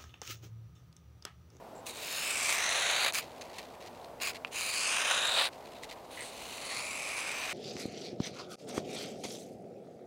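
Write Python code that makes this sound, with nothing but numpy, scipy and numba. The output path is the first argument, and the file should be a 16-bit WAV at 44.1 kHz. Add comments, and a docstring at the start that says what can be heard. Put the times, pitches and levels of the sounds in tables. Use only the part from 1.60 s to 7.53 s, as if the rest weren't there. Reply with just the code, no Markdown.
"""Knife slicing newsprint

A sharp knife slices strips off a hand-held sheet above a log, in quiet woodland. Random fibre breaks
excite the sheet's resonances, fuller as the cut leaves the fingers; delayed paths that shorten as the
blade sinks sweep a comb upward. Single snaps are impulse responses; crinkles and a faint rustle are
coloured bursts of breaks, and one buckle ticks. The air is filtered noise with a faint, wavering hum."""
import sys
import numpy as np
from scipy import signal
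from scipy.fft import rfft, irfft, next_fast_len
from scipy.io import wavfile
from scipy.ndimage import uniform_filter1d
from numba import njit

SR = 44100
rng = np.random.default_rng(int(sys.argv[2]) if len(sys.argv) > 2 else 0)


def log_audio(samples):
    """Write samples as a 16-bit WAV file to the path given in sys.argv[1]."""
    # one column per channel
    frames = np.atleast_2d(samples).T
    # limit to full scale, then quantise
    limited = np.clip(frames, -1, 1)
    pcm = np.round(limited * 32767).astype(np.int16)
    wavfile.write(sys.argv[1], SR, pcm)


N = 261505
TIME = np.arange(N) / SR


def undb(db):
    """Logarithmic level: decibels to amplitude gain."""
    return 10 ** (np.asarray(db) / 20)


def unit(x):
    """Normalisation of a signal to rms 1."""
    return x / np.sqrt(np.mean(x ** 2) + 1e-18)


def colour(x, points):
    """Minimum-phase filtering: the cepstrum is folded to give a causal response with levels (f/Hz, level/dB)."""
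    size = 4096
    hz, db = np.transpose(points)
    log_hz = np.log(np.fft.rfftfreq(size, 1 / SR) + 1)
    log_gain = np.log(undb(np.interp(log_hz, np.log(hz), db)))
    cepstrum = irfft(log_gain)
    cepstrum[1:size // 2] *= 2
    cepstrum[size // 2 + 1:] = 0
    response = irfft(np.exp(rfft(cepstrum)))
    return signal.fftconvolve(x, response)[:len(x)]


def ring(x, hz, width):
    """Simple resonance: one mode with gain 1 at its centre, width in Hz."""
    return signal.lfilter(*signal.iirpeak(hz, hz / width, fs=SR), x)


@njit
def glide_ring(x, hz, width):
    """Time-varying resonance: a state-variable mode whose centre moves from sample to sample."""
    y, band, low = np.empty(len(x)), 0., 0.
    for i in range(len(x)):
        g, k = np.tan(np.pi * hz[i] / SR), width / hz[i]
        v = (band + g * (x[i] - low)) / (1 + g * (g + k))
        band, low, y[i] = 2 * v - band, low + 2 * g * v, k * v
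    return y


def below(x, hz):
    """Zero-phase low-pass filtering: the part of x under hz, in phase with x."""
    return signal.sosfiltfilt(signal.butter(3, hz, fs=SR, output="sos"), x)


def walk(rate, size=8192):
    """Slow random modulation: Gaussian levels drawn rate times a second, joined by slopes; rms 1."""
    k = max(int(SR / rate), 2)
    held = rng.standard_normal(size)[np.arange(N) // k % size]
    return unit(uniform_filter1d(held, k))


def stick_slip(rate, even_s=0.02):
    """Stick-slip friction: quick swings of the cutting force about a steady local average."""
    force = walk(rate)
    return unit(force - uniform_filter1d(force, int(even_s * SR)))


def fibres(rate, spread_db, bunch_db, bunch_rate):
    """Random impulsive excitation: breaks of either sign vary with toughness and with the edge's slip."""
    breaks = rng.random(N) < rate / SR
    toughness = np.minimum(rng.exponential(size=N), 4.5)
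    catch = np.minimum(stick_slip(bunch_rate), 1.7)
    strength = undb(spread_db * toughness + bunch_db * catch)
    return unit(breaks * rng.choice([-1, 1], N) * strength)


def impulse(size=1024):
    """Impulsive excitation: one single-sample push."""
    return signal.unit_impulse(size)


def envelope(start, end, attack, release):
    """Amplitude envelope: linear rise, hold and fall to silence, in seconds."""
    return np.clip(np.minimum((TIME - start) / attack, (end - TIME) / release), 0, 1)


def add(out, s, sound):
    """Superposition: mix a sound in at time s."""
    i = int(s * SR)
    out[i:i + len(sound)] += sound[:N - i]


# Relative spectrum of the woodland air: f/Hz, level/dB
AIR_SPECTRUM = [(20, -24.5), (65, -12), (120, -11), (180, -11), (300, -9), (450, -5.5), (650, -2.5),
                (930, -7), (1250, -16), (1770, -22.5), (2300, -25), (3700, -28.5), (7000, -34.5),
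                (15800, -38)]
AIR_DB = -49
HUM_HZ, HUM_DB = 250, -68.5


def woodland():
    """Broadband noise and frequency modulation: an even rush of distant air with a wavering hum in it."""
    rush = unit(colour(rng.standard_normal(N), AIR_SPECTRUM)) * undb(AIR_DB + 0.25 * walk(3.73))
    hum_hz = HUM_HZ * (1 + 0.0067 * walk(7.6))
    hum = np.sin(2 * np.pi * np.cumsum(hum_hz) / SR)
    return rush + undb(HUM_DB) * unit(hum)


# Flurries of creases as the sheet crinkles and scuffs:
# t/s, level/dB, length/s, ring f/Hz, ring level relative to the creases/dB
CRINKLE_EVENTS = [(0.152, -64, 0.062, 7600, 19), (1.57, -50.5, 0.077, 2670, -10),
                  (1.619, -57, 0.036, 2600, -15), (1.811, -46, 0.016, 6200, -9),
                  (1.932, -55, 0.12, 2300, -27), (1.983, -46, 0.019, 2010, -20),
                  (2.204, -56.5, 0.066, 5700, -24), (2.26, -53, 0.028, 5700, -19),
                  (2.445, -46.5, 0.0027, 4170, -14), (2.6, -48, 0.012, 2660, -10),
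                  (2.753, -47.5, 0.027, 2130, -8), (2.869, -54, 0.017, 2420, -8),
                  (4.147, -60, 0.06, 3740, -1), (4.234, -45.5, 0.022, 2600, -30),
                  (4.291, -50.5, 0.02, 3720, -8), (4.311, -48.5, 0.032, 2030, -11),
                  (4.572, -47, 0.072, 1910, 23), (4.606, -49.5, 0.096, 8500, 3)]
# Relative spectrum of creasing paper, shared with the rustle: f/Hz, level/dB
CREASE_SPECTRUM = [(400, -8), (1300, -9), (2000, 5), (2750, 4.5), (3300, 1.5), (4300, 4), (5400, -4),
                   (6500, -4.5), (10000, -10.5), (12000, -14.5), (16000, -18)]


def crinkles(ring_width_hz=380):
    """Buckling cascades: short flurries of creases, each exciting a resonance of its own."""
    out = np.zeros(N)
    breaks = fibres(rate=1600, spread_db=1.5, bunch_db=2.5, bunch_rate=300)
    creases = colour(breaks, CREASE_SPECTRUM)
    for s, db, length, hz, ring_db in CRINKLE_EVENTS:
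        start, count = int(s * SR), max(int(length * SR), 64)
        flurry = creases[start:start + count]
        flurry = unit(flurry) + undb(ring_db) * unit(ring(flurry, hz, ring_width_hz))
        rise = np.minimum(np.arange(count) / 30, 1)
        fall = np.cos(np.linspace(0, np.pi / 2, count)) ** .5
        add(out, s, undb(db) * unit(flurry * rise * fall))
    return out


# Knife strokes; depth runs from 0 at the fingers to 1 at the foot of the sheet:
# start t/s, end t/s, attack/s, starting level/dB, swell over the stroke/dB, edge hiss offset/dB,
# wait from the stroke's start until the blade sinks/s, sinking speed/(depth/s),
# added slackness (scale 0-1), strip ring offset/dB, finest hiss offset/dB, far path's delay at depth 0/ms
KNIFE_STROKES = [(0.24, 1.519, 0.35, -41.5, 8.5, .5, 0.32, 0.77, 0.05, -2, 0.5, 0.571),
                 (2.908, 3.888, 0.056, -40.5, 8.5, .5, 0.19, 1.17, 0.09, -0.5, -9, 0.644),
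                 (4.424, 6.001, 0.87, -43.5, 1.5, -2.5, 0.1, .26, -.1, 2, 6.5, 0.538)]


def blade():
    """Kinematics: the edge bites gradually; after a wait from the stroke's start it sinks at constant speed."""
    depth, bite = np.zeros(N), np.ones(N)
    grip = np.tile(KNIFE_STROKES[0][8:], (N, 1))  # each stroke has its own grip on the sheet
    for stroke in KNIFE_STROKES:
        (start, end, attack), (wait, speed) = stroke[:3], stroke[6:8]
        cutting = (TIME >= start) & (TIME < end)
        t = TIME[cutting] - start
        depth[cutting] = np.clip(speed * (t - wait), 0, 1)
        bite[cutting] = np.minimum(t / attack, 1) ** 2
        grip[cutting] = stroke[8:]
    return depth, bite, *grip.T


# Short rips as the blade catches: start t/s, end t/s, level/dB, edge hiss offset/dB
BLADE_CATCHES = [(0.255, 0.33, -46, 3.5), (0.874, 0.968, -40, 1.5), (1.528, 1.618, -36.5, 0.5),
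                 (2.606, 2.725, -38, -2.5), (3.24, 3.395, -42, -3), (3.503, 3.53, -27, -2),
                 (3.762, 3.85, -30.5, -7), (4.502, 4.7, -53.5, 0), (5.08, 5.23, -45, -9),
                 (5.56, 5.63, -43, -1)]
STROKE_RELEASE_S = 0.034
CATCH_ATTACK_S, CATCH_RELEASE_S = .014, .032


def efforts():
    """Driving force: gain over time and hiss offset of each stroke and catch; strokes swell as the hand leans in."""
    for start, end, attack, db, swell_db, hiss_db, *_ in KNIFE_STROKES:
        progress = np.clip((TIME - start) / (end - start), 0, 1)
        yield envelope(start, end, attack, STROKE_RELEASE_S) * undb(db + swell_db * progress), hiss_db
    for start, end, db, hiss_db in BLADE_CATCHES:
        yield envelope(start, end, CATCH_ATTACK_S, CATCH_RELEASE_S) * undb(db), hiss_db


# The paper's answer against cut depth, before each stroke's offsets: depth (0-1), slackness (0-1),
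# flexing level/dB, edge hiss level/dB, finest hiss level/dB, strip ring level/dB
PAPER_RESPONSE = [(0, 0.38, -10.5, -2.5, 12, -13), (.22, 0.16, -5.5, -1, 6.5, -14),
                  (.35, 0.55, -2, -4, -5, -16.5), (.55, 0.61, -2, -6, -8, -16),
                  (1, 0.68, -7.5, -12, 6, -10.5)]


def paper_at(depth):
    """Interpolated boundary conditions: slackness, flexing, edge hiss, finest hiss and strip ring at a depth."""
    depths, *columns = np.transpose(PAPER_RESPONSE)
    return [np.interp(depth, depths, column) for column in columns]


# Relative response of the sheet, taut near the fingers: f/Hz, level/dB
TAUT_RING = [(200, -32), (600, -9.5), (1100, 6), (1650, -12.5), (2500, 1.5), (3300, -5.5), (4250, 3),
             (4900, -7.5), (5500, -7.5), (6300, 2), (8000, -2.5), (9800, -0.5), (11800, -20),
             (16000, -33.5)]
# Relative response of the sheet hanging slack: f/Hz, level/dB
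SLACK_RING = [(200, -43), (380, -20), (550, -5.5), (700, -1.5), (880, -2.5), (1500, 0), (2400, -3),
              (3300, -6), (3850, 0.5), (4400, -8.5), (5100, -12.5), (6500, -18.5), (10500, -7),
              (12200, -17.5)]
STRIP_WIDTH_HZ = 600  # of each of two resonators in cascade


def strip_band(push, hz):
    """Cascaded resonance: two equal gliding resonators leave one clear band."""
    once = glide_ring(push, hz, STRIP_WIDTH_HZ)
    return unit(glide_ring(once, hz, STRIP_WIDTH_HZ))


def sheet(push, slack, strip_hz, strip_db, overtone=1.915, overtone_db=-7):
    """Modal superposition: taut and slack responses blend; the strip adds a wandering band and its overtone."""
    broad = (1 - slack) * unit(colour(push, TAUT_RING)) + slack * unit(colour(push, SLACK_RING))
    strip = strip_band(push, strip_hz)
    upper = strip_band(push, overtone * strip_hz)
    return unit(broad + undb(strip_db) * (strip + undb(overtone_db) * upper))


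def bending(x):
    """Modal fluctuation: as the sheet bends, its many resonances swell and fade independently."""
    for hz in np.arange(1500, 15000, 750):
        x = x + (undb(2.3 * walk(8)) - 1) * ring(x, hz, 250 + hz / 30)
    return x


# Two short sound paths round the sheet: delays at depth 0, shortening per unit depth, amplitude shares
NEAR_MS, NEAR_SHRINK_MS, FAR_SHRINK_MS = .405, .21, .17
NEAR_SHARE, FAR_SHARE = .44, .24
TREMOR_MS, TREMOR_PER_S = .009, 6


def detours(x, depth, bite, far_ms):
    """Comb interference: sound bent round the sheet arrives late and phase-turned; shrinking lags sweep it upward."""
    turn = np.exp(-1j * np.pi / 4)  # one eighth of a cycle
    bent = np.real(signal.hilbert(x, next_fast_len(N))[:N] * turn)
    tremor_ms = TREMOR_MS * walk(TREMOR_PER_S)  # the hands are never quite still
    near_ms = NEAR_MS - NEAR_SHRINK_MS * depth + tremor_ms
    far_lag_ms = far_ms - FAR_SHRINK_MS * depth + tremor_ms
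    near = np.interp(TIME - near_ms / 1000, TIME, bent)
    far = np.interp(TIME - far_lag_ms / 1000, TIME, bent)
    return x + bite * (NEAR_SHARE * near + FAR_SHARE * far)


BRIGHTEST_TICK_HZ, TICK_SPREAD_DB = 10500, 3


def pinpricks(rate=90, hz=7500, width_hz=4500):
    """Sparse impulse excitation: now and then a stiff fibre parts on the edge with a tiny bright tick."""
    strength = undb(TICK_SPREAD_DB * np.minimum(rng.exponential(size=N), 3))
    ticks = (rng.random(N) < rate / SR) * strength
    bright = ring(ring(ticks, hz, width_hz), hz, 2 * width_hz)
    return unit(below(bright, BRIGHTEST_TICK_HZ))


# Wandering ring of the cut strip, one list per slice: t/s, f/Hz
STRIP_PITCH = [
    [(0.35, 2450), (0.564, 2760), (1.07, 1990), (1.5, 2440)],
    [(2.95, 2500), (3.108, 2400), (3.13, 2420), (3.35, 2560)],
    [(5.12, 2050), (5.218, 2380), (5.904, 2460), (5.93, 2470)],
]
UNBITTEN_RING_DB = -15  # offset to the strip's ring before the edge has bitten
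JUDDER_DB, JUDDER_PER_S = .67, 130
TOUGHNESS_DB, TOUGHNESS_PER_S = .5, 35


def slicing():
    """Source-filter principle: one stream of fibre breaks drives the sheet's flexing, ring and edge hiss."""
    depth, bite, extra_slack, extra_ring_db, extra_fine_db, far_ms = blade()
    slack, flex_db, edge_db, fine_db, strip_db = paper_at(depth)
    strip_hz = np.interp(TIME, *np.transpose(np.vstack(STRIP_PITCH)))
    push = fibres(rate=6000, spread_db=2.0, bunch_db=-0.5, bunch_rate=290)
    push = push * undb(JUDDER_DB * stick_slip(JUDDER_PER_S))
    ring_db = strip_db + extra_ring_db + UNBITTEN_RING_DB * (1 - bite)
    ringing = sheet(push, np.clip(slack + extra_slack, 0, 1), strip_hz, ring_db)
    paper = detours(bending(ringing), depth, bite, far_ms)

    low, body, coarse = below(paper, 1900), below(paper, 5000), below(paper, 11000)
    treble = coarse - body + undb(fine_db + extra_fine_db) * (paper - coarse)
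    # each band is held to an even strength over 60 ms before the efforts shape it
    span = int(.06 * SR)
    bands = (low, body - low, treble)
    flex, middle, hiss = (b / np.sqrt(uniform_filter1d(b ** 2, span) + 1e-12) for b in bands)
    hiss = hiss * undb(1.0 * stick_slip(190)) + undb(-7.5) * pinpricks()  # the edge bites unevenly

    # strokes and catches add in power
    body_power, hiss_power = 0, 0
    for gain, hiss_db in efforts():
        body_power = body_power + gain ** 2
        hiss_power = hiss_power + (gain * undb(hiss_db)) ** 2
    grain = undb(TOUGHNESS_DB * walk(TOUGHNESS_PER_S))  # the paper is not equally tough everywhere
    body_sound = np.sqrt(body_power) * (middle + undb(flex_db) * flex)
    hiss_sound = np.sqrt(hiss_power) * undb(edge_db) * hiss
    return grain * (body_sound + hiss_sound)


# Tough fibres and creases that give at once: t/s, peak-to-peak level/dB, crispness (gain near 6.3 kHz)/dB
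SNAP_EVENTS = [(0.893, -10, 4), (0.904, -10, 3), (1.314, -11, 6), (1.449, -12, 3), (1.463, -12, 2),
               (1.524, -19, 9), (1.547, -11, 11), (1.553, -13, 11), (1.587, -13, -3), (1.815, -28, 0),
               (1.985, -24, -2), (2.623, -17, 5), (2.673, -14, -4), (3.01, -13, 9), (3.211, -16.5, 5),
               (3.511, -11, -7), (3.796, -11, 1), (3.822, -11.5, 3), (3.843, -13, 4), (3.855, -16, 3),
               (3.871, -17, 5), (3.88, -21, 4), (3.888, -23, 1), (4.232, -33, 3), (4.243, -29, 3)]


def snaps(shiver=0.14, shiver_s=0.0028, shiver_hz=5000):
    """Impulse response: a tough fibre gives way at once and the sheet shivers on briefly, lower down."""
    out = np.zeros(N)
    t = TIME[:len(impulse())]
    slack = paper_at(blade()[0])[0]
    for s, db, crisp_db in SNAP_EVENTS:
        shivering = below(rng.standard_normal(len(t)), shiver_hz) * np.exp(-t / shiver_s)
        push = impulse() + shiver * shivering
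        push = push + (undb(crisp_db) - 1) * ring(push, 6300, 4900)
        snap = colour(push, SLACK_RING if slack[int(s * SR)] > .45 else TAUT_RING)
        add(out, s, snap * undb(db) / np.ptp(snap))
    return out


# Handling of the sheet while the knife is brought back: start t/s, end t/s, base level before fluctuation/dB
HANDLING_SPANS = [(1.625, 2.167, -60), (2.193, 2.513, -65), (2.72, 2.762, -52), (3.91, 4.467, -62)]
RUSTLE_SPREAD_DB, RUSTLES_PER_S = 2.5, 45


def rustle(fade_s=0.013):
    """Amplitude-modulated crease noise: faint creases come and go as the sheet shifts in the fingers."""
    breaks = fibres(rate=1400, spread_db=-0.5, bunch_db=3.5, bunch_rate=180)
    creases = unit(colour(breaks, CREASE_SPECTRUM))
    held = sum(undb(db) * envelope(start, end, fade_s, fade_s) for start, end, db in HANDLING_SPANS)
    return held * creases * undb(RUSTLE_SPREAD_DB * np.minimum(walk(RUSTLES_PER_S), 2))


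# Relative response of the buckling edge: f/Hz, level/dB
BUCKLE_SPECTRUM = [(300, -19), (900, 0.5), (1400, 1.5), (1950, -8), (2700, 6), (3600, -11), (4600, -10),
                   (6000, -25), (16000, -42)]
BUCKLE_S, BUCKLE_DB = 2.8485, -18.5  # time and peak level


def buckle():
    """Snap-through instability: as the blade is set on it, the taut edge flips with a dry tick and faint flutter."""
    out = np.zeros(N)
    t = TIME[:len(impulse())]
    push = impulse() + 0.026 * rng.standard_normal(len(t)) * np.exp(-t / 0.0058)
    tick = colour(push + 1.2 * ring(push, 2200, 500), BUCKLE_SPECTRUM)
    add(out, BUCKLE_S, tick * undb(BUCKLE_DB) / np.abs(tick).max())
    return out


def scene():
    """Linear superposition: knife and paper close by, in the open air."""
    return (woodland() + crinkles() + slicing() + snaps() + rustle() + buckle())[None]


TOP_HZ = 15800


def record(dry):
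    """Band limitation: a steep elliptic low-pass removes the top of the spectrum."""
    return signal.sosfilt(signal.ellip(10, .2, 70, TOP_HZ, fs=SR, output="sos"), dry)


dry = scene()
out = record(dry)
log_audio(out)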